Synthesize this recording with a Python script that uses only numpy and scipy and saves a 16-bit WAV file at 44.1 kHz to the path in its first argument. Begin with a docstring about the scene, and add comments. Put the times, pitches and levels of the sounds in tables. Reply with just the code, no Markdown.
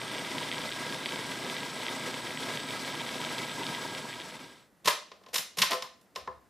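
"""A food processor whirls a wet paste on a stone counter, with motor tones, an airy whistle and flung lumps.
It is made of flickering noise, ringing resonances, wavering sines and clicks that ring the bowl; it fades away.
In the quiet kitchen the plastic pusher is dropped into its tube, the lid is twisted loose and lifted off.
These knocks are short noise rattles that ring lid, tube and rim, and echo in the room.
A low rumble swells once near the end; faint room noise lasts throughout."""
import sys
import numpy as np
from scipy import signal
from scipy.fft import rfft, irfft
from scipy.io import wavfile
from scipy.ndimage import uniform_filter1d

SR = 44100
rng = np.random.default_rng(int(sys.argv[2]) if len(sys.argv) > 2 else 0)


def transcribe(u):
    """Save the signal u as a 16-bit wav file named by the first command-line argument.

    u: samples, shape (n,) or (channels, n), limited to [-1, 1]; the rate is SR.
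    q: integer samples, one column per channel.
    """
    v = np.clip(np.atleast_2d(u).T, -1, 1)
    q = np.round(v * 32767).astype(np.int16)
    wavfile.write(sys.argv[1], SR, q)


N = 286209

# noise of paste, blade and cooling air: (frequency [Hz], relative level per Hz [dB])
WHIRL_SPECTRUM = [(30, -50), (90, -1.5), (135, -9), (250, 1), (450, -5.5), (800, -5.5), (1450, -9),
                  (2600, -10), (3800, -6), (5500, -11), (7000, -16), (9000, -20.5), (11000, -21.5),
                  (14000, -27), (16000, -36)]
# housing and bowl resonances: (frequency [Hz], width [Hz], level [dB])
HOUSING_MODES = [(157.6, 18, -21), (262, 35, -16.5), (385, 25, -17), (505, 40, -14.5), (632, 40, -15.5),
                 (956, 78, -9.5), (1287, 40, -17.5), (1628, 34, -14.5), (2015, 35, -13), (2250, 120, -13.5),
                 (3560, 1100, -21.5), (5150, 700, -24), (9370, 200, -25), (9700, 300, -24)]
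# motor tones, twice and four times the mains with a shaft sideband, then orders of the shaft: (frequency [Hz])
TONE_HZ = [120, 149.8, 240, 269.7, 329.5, 980, 1010, 1128.6, 1277, 1306.5, 1336, 1366, 1396, 1425, 1455,
           1514, 1544, 1603.5, 1633]
# average level of each motor tone against the machine's level, before left and right are set: (level [dB])
TONE_DB = [-19.5, -17.5, -18, -15.5, -22, -20, -22, -23, -26, -18.5, -25, -28, -27, -28, -28, -26, -27, -17,
           -14.5]
# stereo width: (frequency [Hz], opposed part against common part [dB])
STEREO_WIDTH = [(60, 14), (120, -1.5), (240, -17.5), (480, -19), (950, -14), (1890, -9), (3770, -51),
                (7520, -6.5), (15000, -7)]
# the biggest lumps: (time [s], strength [dB], brightness [dB per octave])
BIG_LUMPS = [(0.0154, -19.5, -3), (0.0801, -23, -2), (0.114, -25, -2), (0.1475, -22, -2),
             (0.182, -19.5, -2), (0.2467, -24, -8), (0.3146, -22, -2), (0.3819, -15.5, 0),
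             (0.4308, -21, -7), (0.4902, -23, -2), (0.5146, -16, -3), (0.5254, -20, -10), (0.581, -18.5, 0),
             (0.6477, -41, 3), (0.6907, -21, 0), (0.7227, -17.5, 2), (0.789, -26, -4), (0.9242, -19.5, -5),
             (0.944, -23, -7), (0.9716, -27, -4), (1.058, -12.5, -4), (1.0903, -19.5, -4),
             (1.1217, -19.5, -9), (1.1582, -21, -2), (1.1896, -24, -11), (1.2375, -31, 0),
             (1.3308, -36, -4), (1.3557, -23, -6), (1.4645, -24, -2), (1.498, -17.5, -3), (1.5657, -21, 0),
             (1.6311, -20.5, -7), (1.8314, -23, -4), (1.8652, -17, -3), (1.882, -17, -12), (2.0417, -29, 0),
             (2.141, -20, -5), (2.2726, -24, -6), (2.3061, -21, -12), (2.3729, -18, -10), (2.5728, -16, 0),
             (2.7062, -20, 1), (2.8478, -22, 0), (2.8808, -23, -15), (2.9232, -25, 0), (3.0058, -21, 0),
             (3.0154, -22, -2), (3.0643, -23, -6), (3.0904, -19.5, -2), (3.1434, -25, 2), (3.1811, -25, 0),
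             (3.2144, -19, 0), (3.2399, -21, 0), (3.2484, -17.5, 1), (3.3821, -18, 5), (3.666, -16, 10),
             (3.6889, -22, -7), (3.748, -19.5, 2), (3.9488, -21, 8), (4.2152, -26, 5)]
# bowl resonances under the lumps: (frequency [Hz], level [dB], time to fall 60 dB [s])
BOWL_MODES = [(1972, -7, 0.01), (2350, -3.5, 0.0049), (3220, -2.5, 0.006), (3650, -4.5, 0.0069),
              (4620, -5, 0.0024)]
# plastic on plastic: (time [s], crack of the wall [dB], then relative to it: thud [dB], body [dB], edge [dB],
# tube [dB], lid [dB], rim [dB]; contact [ms], share of the free ring time that the hand leaves [ratio])
KNOCK_LIST = [(4.848, -37, -4, -9, -3, -12, -40, -22, 4.2, .8),
              (4.858, -23.5, -17.5, -10, -1.5, -10, -29, -15, 2.8, 1),
              (4.875, -14, -35, -16, -8, -0.5, -41, -26, 2.66, 1),
              (4.882, -11.5, -37, -14, -11, -25, -44, -38, 2.18, 0.68),
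              (4.906, -23, -39, -34, -24, -9, -45, -22, 2.3, 0.86),
              (5.117, -40.5, -33, -2, -39, -2.5, -19, -35, 2.1, .6),
              (5.213, -60, -8, 8, -10, -3, -30, -20, 2.3, .6),
              (5.237, -54, -10, -5, -15, 0, -31, -22, 2.7, .6),
              (5.263, -46, -23, -4, -18, -3, -18, -26.5, 2, 0.93),
              (5.286, -48.5, -16, -1, -10.5, -12, -30, -21, 2.9, 0.67),
              (5.334, -37, -32, 0.5, 0.5, -6.5, -37, -13, 3.84, 1),
              (5.343, -24, -30, -8.5, 0, -22, -33.5, -16.5, 2.42, .6),
              (5.358, -19.5, -55.5, -27, -1.5, -10, -33, -9.5, 3.43, 0.25),
              (5.382, -23.5, -25.5, -28, -2, -22, -34, -7, 3.3, 0.41),
              (5.573, -33, -8, -4, -1.5, -11, -34.5, -17, 3.5, .6),
              (5.586, -20, -20, -19, -4.5, -13, -41, -14, 3.3, .6),
              (5.599, -25.5, -13, -18, -16.5, -9, -38, -18.5, 4.6, 0.66),
              (5.619, -9.5, -53, -30, -8, -21.5, -43.5, -25.5, 2.3, .6),
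              (5.627, -15.5, -40, -28.5, -25, -9.5, -35.5, -23, 2.8, 0.91),
              (5.660, -38, -16, -12, -11.5, -7, -32.5, -16, 3.3, 0.51),
              (5.700, -35, -23, 0, -16, -18, -7, -20, 2.88, 1),
              (5.709, -27, -23, 0, -2.5, -3, -9, -18.5, 2.77, 1),
              (5.717, -18, -32, -32, -28, -6, -18, -23, 2.57, 0.51),
              (5.731, -23, -27, -18, -10, -3.5, -14.5, -20, 2.64, 1),
              (5.823, -29, -29, -32, -10, -9.5, -34, -10.5, 1.4, 1),
              (5.845, -47, -29, -22, -17, 7, -32, -20, 1.8, .6),
              (6.013, -60.5, -21.5, -7.5, 3, -18.5, -27, -18.5, 2.1, 0.75),
              (6.153, -48, -30, -19, -6, -6, -32.5, -9, 2, .8),
              (6.160, -27.5, -29, -5.5, -13, -7.5, -20.5, -12, 1.57, .9),
              (6.275, -40, -12, 0, -26, 7.5, -3.5, -25, 0.98, 0.89)]
# lid resonances: (frequency [Hz], level [dB], free time to fall 60 dB [s])
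LID_MODES = [(380, 2, .14), (510, 3, .35), (673, -5, .28), (863, -4, .16), (1309, -6, .1), (1437, -9, .1)]
# feed tube and pusher resonances: (frequency [Hz], level [dB], free time to fall 60 dB [s])
TUBE_MODES = [(598, -12, .06), (975, -13, .05), (1042, 0, .075), (1087, -11, .05), (1192, -10, .05),
              (1715, -8, .045), (2013, -13, .04)]
# bowl rim resonances: (frequency [Hz], level [dB], free time to fall 60 dB [s])
RIM_MODES = [(2330, -4, .018), (3004, -7, .018), (3780, -4, .014), (4020, -5, .016), (4900, -3, .016),
             (5160, 1, .025), (6500, -9, .012), (7760, -7, .015)]
# echoes of the kitchen: (frequency [Hz], time to fall 60 dB [s], relative level [dB])
KITCHEN_ECHO = [(100, 0.17, -5.5), (513, 0.41, -0.5), (1010, 0.32, 4.5), (2030, 0.37, -1.5),
                (4960, 0.41, -3.2), (15000, 0.12, 9.5)]
# room tone: (frequency [Hz], relative level per Hz [dB])
QUIET_SPECTRUM = [(21, -40), (35, -20), (232, 10.5), (359, 4.5), (614, 4), (698, -0.5), (1710, -3),
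                  (2510, -10.5), (13200, -17.5), (15800, -20)]

# the machine's sound holds its level, then fades out evenly
RUNNING_DB, FADE_FROM_S, SILENT_AT_S = -40, 3.766, 4.698
TURNS_PER_S = 29.7
# the whole body swells as the paste heaves; its low part lurches a little more deeply, at about the same pace
SURGE_DB, SURGES_PER_S = 1.4, 16
HEAVE_DB, HEAVES_PER_S, HEAVE_BELOW_HZ = 1.8, 15, 700
BASS_EDGE_HZ = 116  # the small machine radiates little below
# the lowest hum comes through the counter from the left
HUM_LEFT_DB, HUM_RIGHT_DB = 2.5, -6
# the whistle sags slowly and starts a little high
WHISTLE_HZ, WHISTLE_SAG_HZ_PER_S, WHISTLE_START_HZ, WHISTLE_SETTLE_S = 8100, 35, 330, 0.2
# a blade passes the same spot every half turn, not quite evenly
FIRST_PASS_S, PASS_JITTER_S = .0155, .001
# lumps come in bunches; their levels are over the machine's level
CLUMP_DB, LUMP_DB, LUMP_SPREAD_DB, SECOND_BLADE_DB = 2.0, 5, 3, -3
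BRIGHT_SPREAD_DB_PER_OCTAVE = 5
CRUMBS_PER_S, CRUMB_DB = 500, -3.5  # level over the machine's level
# low rumble: under the machine's level, how much it sways, and what is left without the machine
RUMBLE_DB, RUMBLE_SWAY_DB, RUMBLE_FLOOR_DB = -31, 3.0, -80
SWELL_S, SWELL_LENGTH_S, SWELL_DB = 6.3, 0.14, -66.5  # the rumble swells once near the end
MODE_SPREAD_DB = 1.5  # each contact favours other resonances
# ringing and lumps are sent to the echoes at lower levels, so the rings keep their pitch
RING_ECHO_DB, LUMP_ECHO_DB = -5, -9
ROOM_TONE_DB = -65.5
CUTOFF_HZ = 16250


def from_db(db):
    """Turns a level in dB into a factor."""
    return 10 ** (np.asarray(db) / 20)


def rms_one(x):
    """Scales a signal to an average (rms) size of 1."""
    return x / np.sqrt(np.mean(x ** 2) + 1e-20)


def at_hz(points, hz):
    """Reads the second column of a table between its pitches, on a log-frequency axis."""
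    points = np.array(points)
    return np.interp(np.log(hz), np.log(points[:, 0]), points[:, 1])


def drift(rate):
    """Slow random wandering of spread 1: smoothed noise; a higher rate [Hz] wanders faster."""
    step = 40  # samples between the drawn points
    r = np.exp(-2 * np.pi * rate * step / SR)
    noise = rng.standard_normal(N // step + 2002)
    slow = signal.lfilter([1], [1, -2 * r, r * r], noise)[2000:]  # drop the filter's start
    return np.interp(np.arange(N) / step, np.arange(len(slow)), rms_one(slow))


def high_pass(x, order, hz):
    """Keeps what lies above one pitch."""
    return signal.sosfilt(signal.butter(order, hz, "high", fs=SR, output="sos"), x)


def band(x, low_hz, high_hz):
    """Keeps what lies between two pitches."""
    band_filter = signal.butter(2, [low_hz, high_hz], "band", fs=SR, output="sos")
    return signal.sosfilt(band_filter, x + 1e-18)


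def ring(clicks, hz, t60):
    """A resonance: a click of size 1 starts a sine of height 1 that falls 60 dB in t60 seconds."""
    r, w = from_db(-60 / (t60 * SR)), 2 * np.pi * hz / SR
    return signal.lfilter([0, np.sin(w)], [1, -2 * r * np.cos(w), r * r], clicks + 1e-18)


def stereo(mid, side, side_db):
    """Makes left and right from a common and an opposed part."""
    return mid + from_db(side_db) * side * [[1], [-1]]


def banded_noise(spectrum, patchy_db, wider_db):
    """Turbulence or room air as half-octave bands of stereo noise, each with its own level and flicker; rms 1."""
    out, edges = 0, 32 * 2 ** np.arange(0, 9.2, .5)
    white, together = rng.standard_normal((2, 2, N)), drift(50)
    for k, (low, high) in enumerate(zip(edges, edges[1:])):
        hz = np.sqrt(low * high)
        flicker_db = patchy_db * (drift(62.0) + 0.34 * together)
        mid, side = band(white[k % 2], low, high)
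        noise = stereo(mid, side, at_hz(STEREO_WIDTH, hz) + wider_db)
        out = out + from_db(at_hz(spectrum, hz) + flicker_db) * noise
    return rms_one(out)


def machine_db():
    """Steady level, then a straight fade of the amplitude, in dB."""
    left = (SILENT_AT_S - np.arange(N) / SR) / (SILENT_AT_S - FADE_FROM_S)
    return RUNNING_DB + 20 * np.log10(np.clip(left, 1e-4, 1))


def housing():
    """Noise shakes each resonance of housing and bowl in fits, and each throbs once a turn."""
    out, turn = 0, 2 * np.pi * TURNS_PER_S * np.arange(N) / SR
    for hz, width_hz, level_db in HOUSING_MODES:
        t60 = np.log(1000) / (np.pi * width_hz)  # a wide resonance dies sooner
        mid, side = rms_one(ring(rng.standard_normal((2, N)), hz, t60))
        throb_db = 1.5 * drift(25) + 4 * np.sin(turn + 2 * np.pi * rng.random())
        out = out + from_db(level_db + throb_db) * stereo(mid, side, at_hz(STEREO_WIDTH, hz))
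    return out


def machine_body():
    """Whirl and housing together swell with the heaving paste, the low part by an extra lurch."""
    whirl = from_db(-1.5) * banded_noise(WHIRL_SPECTRUM, patchy_db=1.0, wider_db=-2.5)
    body = high_pass(whirl + housing(), 6, BASS_EDGE_HZ)
    low = signal.lfilter(*signal.butter(1, HEAVE_BELOW_HZ, fs=SR), body)
    heave = from_db(HEAVE_DB * drift(HEAVES_PER_S) + 1.3)
    surge = from_db(SURGE_DB * drift(SURGES_PER_S))
    return surge * (body - low + low * heave)


def motor_tones():
    """The motor and its shaft hum as sines that waver in level and phase."""
    t, tones = np.arange(N) / SR, []
    for hz, level_db in zip(TONE_HZ, TONE_DB):
        waver_db = (1.1 if hz < 500 else 2.0) * drift(6)
        sine = np.sin(2 * np.pi * hz * t + .5 * drift(2))
        tones.append(from_db(level_db + waver_db) * np.sqrt(2) * sine)  # root 2 gives the sine rms 1
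    hum, *others = tones
    return sum(others) + hum * from_db([[HUM_LEFT_DB], [HUM_RIGHT_DB]])


def vent_whistle():
    """Air through the vents: slow noise makes a high sine breathy, while its pitch sags."""
    t = np.arange(N) / SR
    pitch_hz = WHISTLE_HZ - WHISTLE_SAG_HZ_PER_S * t + WHISTLE_START_HZ * np.exp(-t / WHISTLE_SETTLE_S)
    breath = signal.sosfilt(signal.butter(2, 125, fs=SR, output="sos"), rng.standard_normal((2, N)))
    sine = np.sin(2 * np.pi * np.cumsum(pitch_hz + 25 * drift(5)) / SR)
    mid, side = rms_one(breath * sine)
    return from_db(-16) * stereo(mid, side, -5) * from_db([[1.1], [-1.1]])


def flung_lumps(level_db):
    """Blade passes fling lumps of chance size, plus listed big ones and crumbs; all click the bowl into ringing."""
    big_s, big_db, big_bright_db = np.transpose(BIG_LUMPS)
    # one lump for each blade pass
    passes = np.arange(int(SILENT_AT_S * TURNS_PER_S * 2))
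    count = len(passes)
    pass_s = FIRST_PASS_S + passes / TURNS_PER_S / 2 + PASS_JITTER_S * rng.normal(0, 1, count)
    at = (pass_s * SR).astype(int)
    chance_db = LUMP_SPREAD_DB * np.minimum(rng.exponential(1, count), 2)
    lump_db = (level_db + CLUMP_DB * drift(5.4))[at] + LUMP_DB
    lump_db = lump_db + SECOND_BLADE_DB * (passes % 2) + chance_db
    # crumbs at chance moments
    crumb_db = level_db + CRUMB_DB + 2.5 * drift(23) + 3.45 * np.minimum(rng.exponential(1, N), 2.5)
    crumbs = (rng.random(N) < CRUMBS_PER_S / SR) * from_db(crumb_db)
    # add the big lumps
    at = np.r_[at, (big_s * SR).astype(int) + 20]
    size_db = np.r_[lump_db, big_db]
    bright_db = np.r_[BRIGHT_SPREAD_DB_PER_OCTAVE * rng.normal(0, 1, count), np.clip(big_bright_db, -14, 14)]
    # hard, bright lumps favour the upper resonances; brightness moves energy, adds none
    hz, mode_db, t60 = np.transpose(BOWL_MODES)
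    shares = from_db(mode_db[:, None] + np.log2(hz / 2700)[:, None] * bright_db)
    shares = shares / np.sqrt(np.sum(shares ** 2, axis=0)) * rng.choice([-1, 1], len(at))
    out = 0
    for k in range(len(hz)):
        clicks = crumbs * rng.normal(0, 1, N) * from_db(mode_db[k])
        clicks[at] = from_db(size_db) * shares[k] * (-1) ** k
        out = out + ring(clicks, hz[k], t60[k])
    return band(out, 1880, 5200)


def rumble(level_db):
    """Lumpy low noise that follows the machine and swells once later, stronger on the left."""
    swell = np.exp(-((np.arange(N) / SR - SWELL_S) / SWELL_LENGTH_S) ** 4)
    gain = from_db(level_db + RUMBLE_DB + RUMBLE_SWAY_DB * drift(2.3))
    gain = gain + from_db(RUMBLE_FLOOR_DB) + from_db(SWELL_DB) * swell
    return gain * rms_one(band(rng.standard_normal(N), 52, 95)) * from_db([[3], [-5]])


def room_tone():
    """The faint steady noise of the kitchen."""
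    return from_db(ROOM_TONE_DB) * banded_noise(QUIET_SPECTRUM, patchy_db=0.0, wider_db=3.0)


def kitchen_echo(x):
    """Diffuse echoes: noise dying band by band, partly its own in each channel, swelling at the start."""
    t, edges = np.arange(SR * 3 // 5) / SR, 85 * 2 ** np.arange(0, 8.1, .5)
    white, rows = rng.standard_normal((2, 2, len(t))), np.array(KITCHEN_ECHO)
    tail = 0
    for k, (low, high) in enumerate(zip(edges, edges[1:])):
        start_db, t60 = at_hz(rows[:, ::2], low), at_hz(rows, low)
        tail = tail + band(white[k % 2], low, high) * from_db(start_db - 60 * t / t60)
    tail[1] += 1.2 * band(tail[1], 6000, 15000)  # the treble differs more between the sides
    tail = stereo(*tail, -9.5) * np.minimum(t / 0.0084, 1)
    tail = tail / np.sqrt(np.sum(tail ** 2) / 2)
    return signal.fftconvolve(x[None], tail, axes=1)[:, :N]


def contact_rattle(contact_ms):
    """Plastic parts rattle briefly: a burst of noise that swells and dies, its spectrum evened out."""
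    t = np.arange(SR // 3) / SR
    contact = t / (max(contact_ms, .3) / 1000)
    rattle = rng.standard_normal(len(t)) * contact ** 2 * np.exp(-contact)
    spectrum = rfft(rattle)
    colour = uniform_filter1d(np.abs(spectrum), size=40)  # the chance colouring of this short burst
    return irfft(spectrum / colour, len(t)) * np.exp(-t / .015)  # evened out, so every crack sounds neutral


def plastic_knocks():
    """Each contact cracks in four registers and rings lid, feed tube and rim; returns cracks and rings."""
    out = np.zeros((2, N))
    registers_hz = [(122, 208), (330, 960), (1500, 5650), (5500, 13700)]  # thud, body, wall, edge
    for s, crack_db, thud_db, body_db, edge_db, tube_db, lid_db, rim_db, contact_ms, ring_share in KNOCK_LIST:
        rattle = contact_rattle(contact_ms)
        cracks = 0
        for db, edges in zip((thud_db, body_db, 0, edge_db), registers_hz):
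            crack = band(band(rattle, *edges), *edges)
            cracks = cracks + from_db(db) * crack / np.abs(crack).max()
        rings = 0
        for modes, part_db in (LID_MODES, lid_db), (TUBE_MODES, tube_db), (RIM_MODES, rim_db):
            for hz, level_db, t60 in modes:
                mode = ring(band(rattle, hz / 2, hz * 2), hz, t60 * np.clip(ring_share, .2, 1.5))
                mode_db = part_db + level_db + MODE_SPREAD_DB * rng.normal()
                rings = rings + from_db(mode_db) * mode / np.abs(mode).max()
        i = round((s - contact_ms / 1000) * SR)  # start early: the rattle swells before its peak
        out[:, i:i + len(rattle)] += from_db(crack_db) * np.array([cracks, rings])[:, :N - i]
    return out


def scene():
    """Adds the machine, its lumps and rumble, the knocks, their echoes and the room tone."""
    level_db = machine_db()
    machine = from_db(level_db) * (machine_body() + motor_tones() + vent_whistle())
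    lumps = flung_lumps(level_db)
    cracks, rings = plastic_knocks()
    # the running machine is closer than the lid, so only its lumps are sent to the echoes
    to_echo = from_db(-0.5) * (cracks + from_db(RING_ECHO_DB) * rings) + from_db(LUMP_ECHO_DB) * lumps
    direct = machine + lumps + rumble(level_db) + cracks + rings
    return direct + kitchen_echo(to_echo) + room_tone()


def record(dry):
    """The microphone drops the deep bass; the top is cut steeply."""
    thin = high_pass(dry, 2, 60)
    return signal.sosfilt(signal.cheby2(14, 70, CUTOFF_HZ, fs=SR, output="sos"), thin)


dry = scene()
out = record(dry)
transcribe(out)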